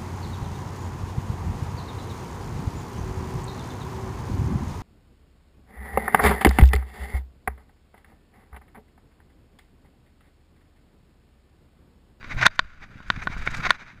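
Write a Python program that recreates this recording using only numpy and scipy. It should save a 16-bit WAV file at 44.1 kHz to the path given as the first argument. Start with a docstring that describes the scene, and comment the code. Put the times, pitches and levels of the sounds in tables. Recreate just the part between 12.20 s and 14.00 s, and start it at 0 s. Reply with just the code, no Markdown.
"""A dirt trail, heard from a camera strapped to the chest of a mountain biker riding down it.
Wind buffets the microphone; the tyres rush over dirt and throw up grit and leaves. Bumps thud
through the rider, ping the bike's metal, scuff the harness and make the camera shudder and knock
in its mount. The small plastic housing colours crunch, scuffs and knocks; the hardest knocks overload."""
import sys
import numpy as np
from scipy import signal
from scipy.fft import rfft, irfft
from scipy.io import wavfile

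SR = 44100
rng = np.random.default_rng(int(sys.argv[2]) if len(sys.argv) > 2 else 0)


def to_wav(s):
    """Save 16-bit WAV."""
    ch = np.atleast_2d(s).T  # columns
    pcm = np.round(np.clip(ch, -1, 1) * 32767)  # PCM
    wavfile.write(sys.argv[1], SR, pcm.astype(np.int16))


N = 79380
TIME_S = np.arange(N) / SR
METAL_HZ, METAL_WIDTH_HZ = 4720, 160  # ring of the bike's metal parts


def from_db(db):
    """Decibels to gain."""
    return 10 ** (np.asarray(db) / 20)


def unit_rms(x):
    """Scale to unit rms."""
    return x / np.sqrt(np.mean(x ** 2) + 1e-20)


def gain_curves(rows):
    """One gain curve per level column; rows: time_s, level_db, ..."""
    times_s, *columns_db = np.transpose(rows)
    return [from_db(np.interp(TIME_S, times_s, db)) for db in columns_db]


def swells(rows):
    """Envelope of lopsided bell curves, summed in power."""
    power = 0
    for peak_s, level_db, rise_s, fall_s in rows:
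        width_s = np.where(TIME_S < peak_s, rise_s, fall_s)
        power += from_db(level_db) ** 2 * np.exp(-2 * ((TIME_S - peak_s) / width_s) ** 2)
    return np.sqrt(power)


def lowpass(x, cutoff_hz, order=2):
    """Butterworth low-pass."""
    return signal.sosfilt(signal.butter(order, cutoff_hz, fs=SR, output="sos"), x)


def drift(rate_hz):
    """Random wander, unit rms."""
    return unit_rms(lowpass(rng.standard_normal(N + SR), rate_hz)[SR:])


def colour(x, points, size=8192):
    """Minimum-phase filter; points: freq_hz, gain_db."""
    freq_hz, gain_db = np.transpose(points)
    bins_hz = np.fft.rfftfreq(size, 1 / SR)
    curve_db = np.interp(np.log(bins_hz + 1), np.log(freq_hz), gain_db)
    cepstrum = irfft(np.log(from_db(curve_db)))
    cepstrum[1:size // 2] *= 2
    cepstrum[size // 2 + 1:] = 0
    return signal.fftconvolve(x, irfft(np.exp(rfft(cepstrum))))[:len(x)]


def resonance(x, centre_hz, width_hz, boost_db):
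    """Lift one band so it rings; a negative boost cuts it."""
    band = signal.lfilter(*signal.iirpeak(centre_hz, centre_hz / width_hz, fs=SR), x + 1e-18)
    return x + (from_db(boost_db) - 1) * band


def grains(rate_per_s, spread_db):
    """Tiny clicks at random times."""
    sizes = from_db(spread_db * np.minimum(rng.exponential(1, N), 4)) * rng.choice([-1, 1], N)
    return sizes * (rng.random(N) < rate_per_s / SR)


def housing(x):
    """Resonances of the plastic housing, in series."""
    # modes: centre_hz, width_hz, boost_db
    modes = [(636, 23, 2.5), (1496, 184, 4.5), (2087, 67, 0.5), (2366, 250, 5), (3780, 270, 10),
             (4720, 720, 6), (6150, 600, 4), (11600, 1100, 8)]
    for mode in modes:
        x = resonance(x, *mode)
    return x


def wind(lump_db=2.5, lump_hz=30):
    """Air rushing past the microphone: slow buffeting and a lumpy rumble."""
    # wind strength: time_s, buffet_db, rumble_db
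    levels = [(0, -50, -53), (0.07, -42, -48.5), (0.15, -33, -36.5), (0.26, -43, -41), (0.31, -42.5, -56.5),
              (0.38, -51.5, -57), (0.43, -38, -57), (0.48, -48, -59), (0.60, -49.5, -55.5),
              (0.76, -53.5, -51), (0.85, -39.5, -56.5), (0.96, -29, -46.5), (1.04, -37.5, -41),
              (1.16, -30.5, -48), (1.39, -33.5, -41.5), (1.49, -38, -37.5), (1.56, -49.5, -55),
              (1.8, -51, -55)]
    # buffet and rumble spectra: freq_hz, gain_db
    buffet_colour = [(8, -9), (21, -3), (42, -15.5), (70, -16.5), (150, -31), (500, -90.5)]
    rumble_colour = [(25, -50), (60, -7.5), (120, -6), (210, -9), (330, -21.5), (600, -25.5), (2000, -51)]
    buffet_gain, rumble_gain = gain_curves(levels)
    buffet = unit_rms(colour(rng.standard_normal(N + SR), buffet_colour)[SR:])
    rumble = colour(rng.standard_normal(N + SR), rumble_colour)[SR:]
    lumps = from_db(lump_db * drift(lump_hz))
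    return buffet_gain * buffet + rumble_gain * unit_rms(rumble * lumps)


def tyres(flutter_db=2, flutter_hz=40):
    """Tread crunches over dirt; the bike's metal sings along."""
    # tyre rush: time_s, level_db
    levels = [(0, -51.5), (0.16, -44.5), (0.27, -83), (0.30, -53), (0.42, -53.5), (0.49, -54.5),
              (0.58, -56), (0.72, -56.5), (0.77, -51.5), (0.87, -49.5), (0.95, -47), (1.06, -49.5),
              (1.19, -41.5), (1.31, -42.5), (1.42, -36.5), (1.52, -39), (1.58, -56.5), (1.8, -58)]
    # crunch spectrum: freq_hz, gain_db
    crunch_colour = [(100, -25), (300, -10), (520, -10.5), (900, -6), (1450, 4), (2200, -2.5),
                     (2900, -10.5), (4500, -24), (6800, -22.5), (9500, -36), (12500, -35.5), (15000, -78)]
    gain, = gain_curves(levels)
    crunch = housing(colour(grains(rate_per_s=4700, spread_db=1.5), crunch_colour))
    crunch = resonance(crunch, METAL_HZ, METAL_WIDTH_HZ, boost_db=7)
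    flutter = from_db(flutter_db * drift(flutter_hz))
    return gain * flutter * unit_rms(crunch)


def sprays():
    """Grit and dry leaves thrown up by the tread."""
    # bursts: peak_s, level_db, rise_s, fall_s
    bursts = [(0.362, -61.5, 0.011, .006), (0.89, -63, 0.021, 0.0089), (1.037, -51.5, 0.0051, 0.013),
              (1.130, -59.5, 0.024, .008), (1.182, -53, 0.0046, 0.015), (1.222, -54.5, .003, 0.011),
              (1.262, -51.5, 0.0079, 0.021), (1.308, -46.5, 0.0041, 0.01), (1.345, -43.5, 0.0021, 0.012),
              (1.370, -43.5, .006, 0.015)]
    # grit spectrum: freq_hz, gain_db
    grit_colour = [(1000, -19.5), (3500, -1.5), (6500, 3), (9000, -6.5), (12000, -11.5), (15000, -19.5)]
    grit = colour(grains(rate_per_s=6100, spread_db=5), grit_colour)
    return swells(bursts) * unit_rms(grit)


def pings(t60_s=0.08):
    """Jolts set off a faint, rough, narrow ring in the bike's metal."""
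    # jolts: start_s, level_db
    jolts = [(0.006, -59), (0.267, -63.5), (0.311, -56), (0.392, -46)]
    band_hz = [METAL_HZ - METAL_WIDTH_HZ / 2, METAL_HZ + METAL_WIDTH_HZ / 2]
    ring = signal.sosfilt(signal.butter(2, band_hz, "band", fs=SR, output="sos"), rng.standard_normal(N))
    envelope = np.zeros(N)
    for start_s, level_db in jolts:
        decay_db = 60 * np.clip((TIME_S - start_s) / t60_s, 0, 2)
        envelope += (TIME_S > start_s) * from_db(level_db - decay_db)
    return envelope * unit_rms(ring)


def shudder(peak_s=0.228, level_db=-31.5, rise_s=0.043, fall_s=0.034, pitch_hz=122.4):
    """The mount vibrates, low and wavering, under the first big bump."""
    waver = 1 + 0.04 * drift(rate_hz=35)
    phase = 2 * np.pi * np.cumsum(pitch_hz * waver) / SR
    return swells([(peak_s, level_db, rise_s, fall_s)]) * unit_rms(np.sin(phase))


def thuds():
    """The rider takes bumps: one dull pressure pulse each."""
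    # bumps: peak_s, level_db, half_width_s
    bumps = [(0.1672, -22, 0.0035), (0.7582, -32, 0.0013), (0.977, -22.5, 0.0015), (1.102, -24.5, 0.0014),
             (1.172, -43, 0.0037), (1.2741, -20, 0.00037), (1.289, -26.5, .0013), (1.374, -25.5, 0.0027),
             (1.397, -25.5, 0.0017)]
    out = np.zeros(N)
    for peak_s, level_db, half_width_s in bumps:
        exponent = ((TIME_S - peak_s) / half_width_s) ** 2 / 2
        out += from_db(level_db) * (1 - exponent) * np.exp(-exponent)
    return out


def scuffs():
    """Dense stick-slip of the harness against the housing."""
    # rubs: peak_s, level_db, rise_s, fall_s
    rubs = [(0.047, -43.5, 0.014, 0.0098), (0.122, -32.5, 0.021, 0.013), (0.190, -30, 0.016, 0.026),
            (0.216, -20, 0.0049, 0.005), (0.231, -18, 0.015, 0.012), (0.263, -10, 0.0086, 0.0064),
            (0.281, -31.5, 0.0026, 0.0037), (0.313, -55, 0.0033, 0.032), (0.364, -50, 0.026, 0.002),
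            (0.636, -42, 0.017, 0.014), (0.963, -37, 0.0053, 0.0074), (1.000, -40.5, 0.015, 0.0098),
            (1.024, -34.5, 0.0086, 0.015), (1.132, -38, 0.03, 0.014), (1.266, -34, 0.006, 0.024),
            (1.348, -30, 0.011, 0.0052), (1.378, -39, 0.006, 0.011), (1.440, -29.5, 0.012, 0.017),
            (1.455, -21.5, 0.0037, 0.013), (1.468, -24, 0.0092, 0.0086), (1.498, -23.5, 0.0053, 0.0043),
            (1.515, -36, 0.006, 0.0056), (1.547, -39, 0.005, 0.017), (1.612, -41.5, 0.024, 0.026),
            (1.685, -46.5, 0.029, 0.041)]
    # friction spectrum: freq_hz, gain_db
    slip_colour = [(100, -22.5), (400, -11.5), (520, -18.5), (670, -7), (1000, -2.5), (1600, 0),
                   (2100, 2.5), (2900, -14.5), (4500, -23.5), (6300, -22), (9500, -41), (12500, -45),
                   (15000, -52)]
    slips = colour(grains(rate_per_s=9000, spread_db=0), slip_colour)
    return swells(rubs) * unit_rms(housing(slips))


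def knocks(thump_hz=170.7, thump_t60_s=0.013, tail_db=-22, tail_t60_s=0.039, size=4096):
    """Each contact rings the housing, echoes in the mount and leaves a faint tail and a low thump."""
    # camera hits mount: start_s, level_db, bright_hz, ring_db, echo_gain, thump_relative_db
    contacts = [(0.0289, -29, 2370, 11, 0.59, -21), (0.0454, -31, 3880, 0, 1.1, 1),
                (0.2598, -8.5, 1670, 10, 1.2, -32), (0.2649, 10, 3660, 5.5, 0.91, -23),
                (0.3926, -1.5, 3780, 0.5, 1.61, -17), (0.8035, -32.5, 1194, -7, 0.81, 2),
                (0.9021, -2, 3150, 2.5, 0.74, -14), (1.0721, -9.5, 1380, 0, 1.05, -7),
                (1.0747, -17.5, 1460, 6.5, 0.21, -41), (1.1661, -30.5, 1200, 6, 1, 7),
                (1.2739, -13.5, 2160, 47, 0.23, -16), (1.2753, -8, 2250, 22, 0.6, -40),
                (1.3472, -23, 4000, -5, 2, -10), (1.4506, -14.5, 2040, 14, 0.68, -10),
                (1.4665, -12, 694, 6.5, 1, -38), (1.5060, 3, 3470, 1.5, 1.26, -32)]
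    # contact spectrum: freq_hz, gain_db
    contact_colour = [(100, -43), (220, -16), (340, -13), (500, -14), (700, -6.5), (1080, 6.5), (1550, 9),
                      (2300, -6.5), (3700, -3), (5200, -13.5), (7800, -9.5), (9300, -23), (15000, -37)]
    # reflections inside the mount: delay_s, relative_gain
    reflections = [(0.00078, -0.39), (0.00124, -.15), (0.00243, -.5)]
    age_s = np.arange(size) / SR
    bins_hz = np.fft.rfftfreq(size, 1 / SR)
    body = housing(colour(-signal.unit_impulse(size), contact_colour))
    echoes = sum(gain * np.exp(-2j * np.pi * bins_hz * delay_s) for delay_s, gain in reflections)
    thump = np.sin(2 * np.pi * thump_hz * age_s) * from_db(-60 * age_s / thump_t60_s)
    out = np.zeros(N + size)
    for start_s, level_db, bright_hz, ring_db, echo_gain, thump_relative_db in contacts:
        push = resonance(lowpass(body, bright_hz), bright_hz, 0.12 * bright_hz, ring_db)
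        push /= np.abs(push).max()
        tail = rng.standard_normal(size) * from_db(-60 * age_s / tail_t60_s)
        scatter = from_db(tail_db) * rfft(tail / np.linalg.norm(tail))
        hit = irfft(rfft(push) * (1 + echo_gain * echoes + scatter))
        start = int(start_s * SR)
        out[start:start + size] += from_db(level_db) * (hit + from_db(thump_relative_db) * thump)
    return out[:N]


def scene():
    """All sources at one microphone, close and dry."""
    return (knocks() + thuds() + pings() + scuffs() + tyres() + sprays() + wind() + shudder())[None]


def record(dry):
    """Overload flattens the loudest peaks; the treble rolls off and the top is cut."""
    ceiling, hardness = 0.86, 14
    treble_hz, cutoff_hz = 9000, 15200
    clipped = dry / (1 + np.abs(dry / ceiling) ** hardness) ** (1 / hardness)
    dulled = lowpass(clipped, treble_hz, order=1)
    return signal.sosfilt(signal.ellip(10, 0.1, 80, cutoff_hz, fs=SR, output="sos"), dulled)


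dry = scene()
out = record(dry)
to_wav(out)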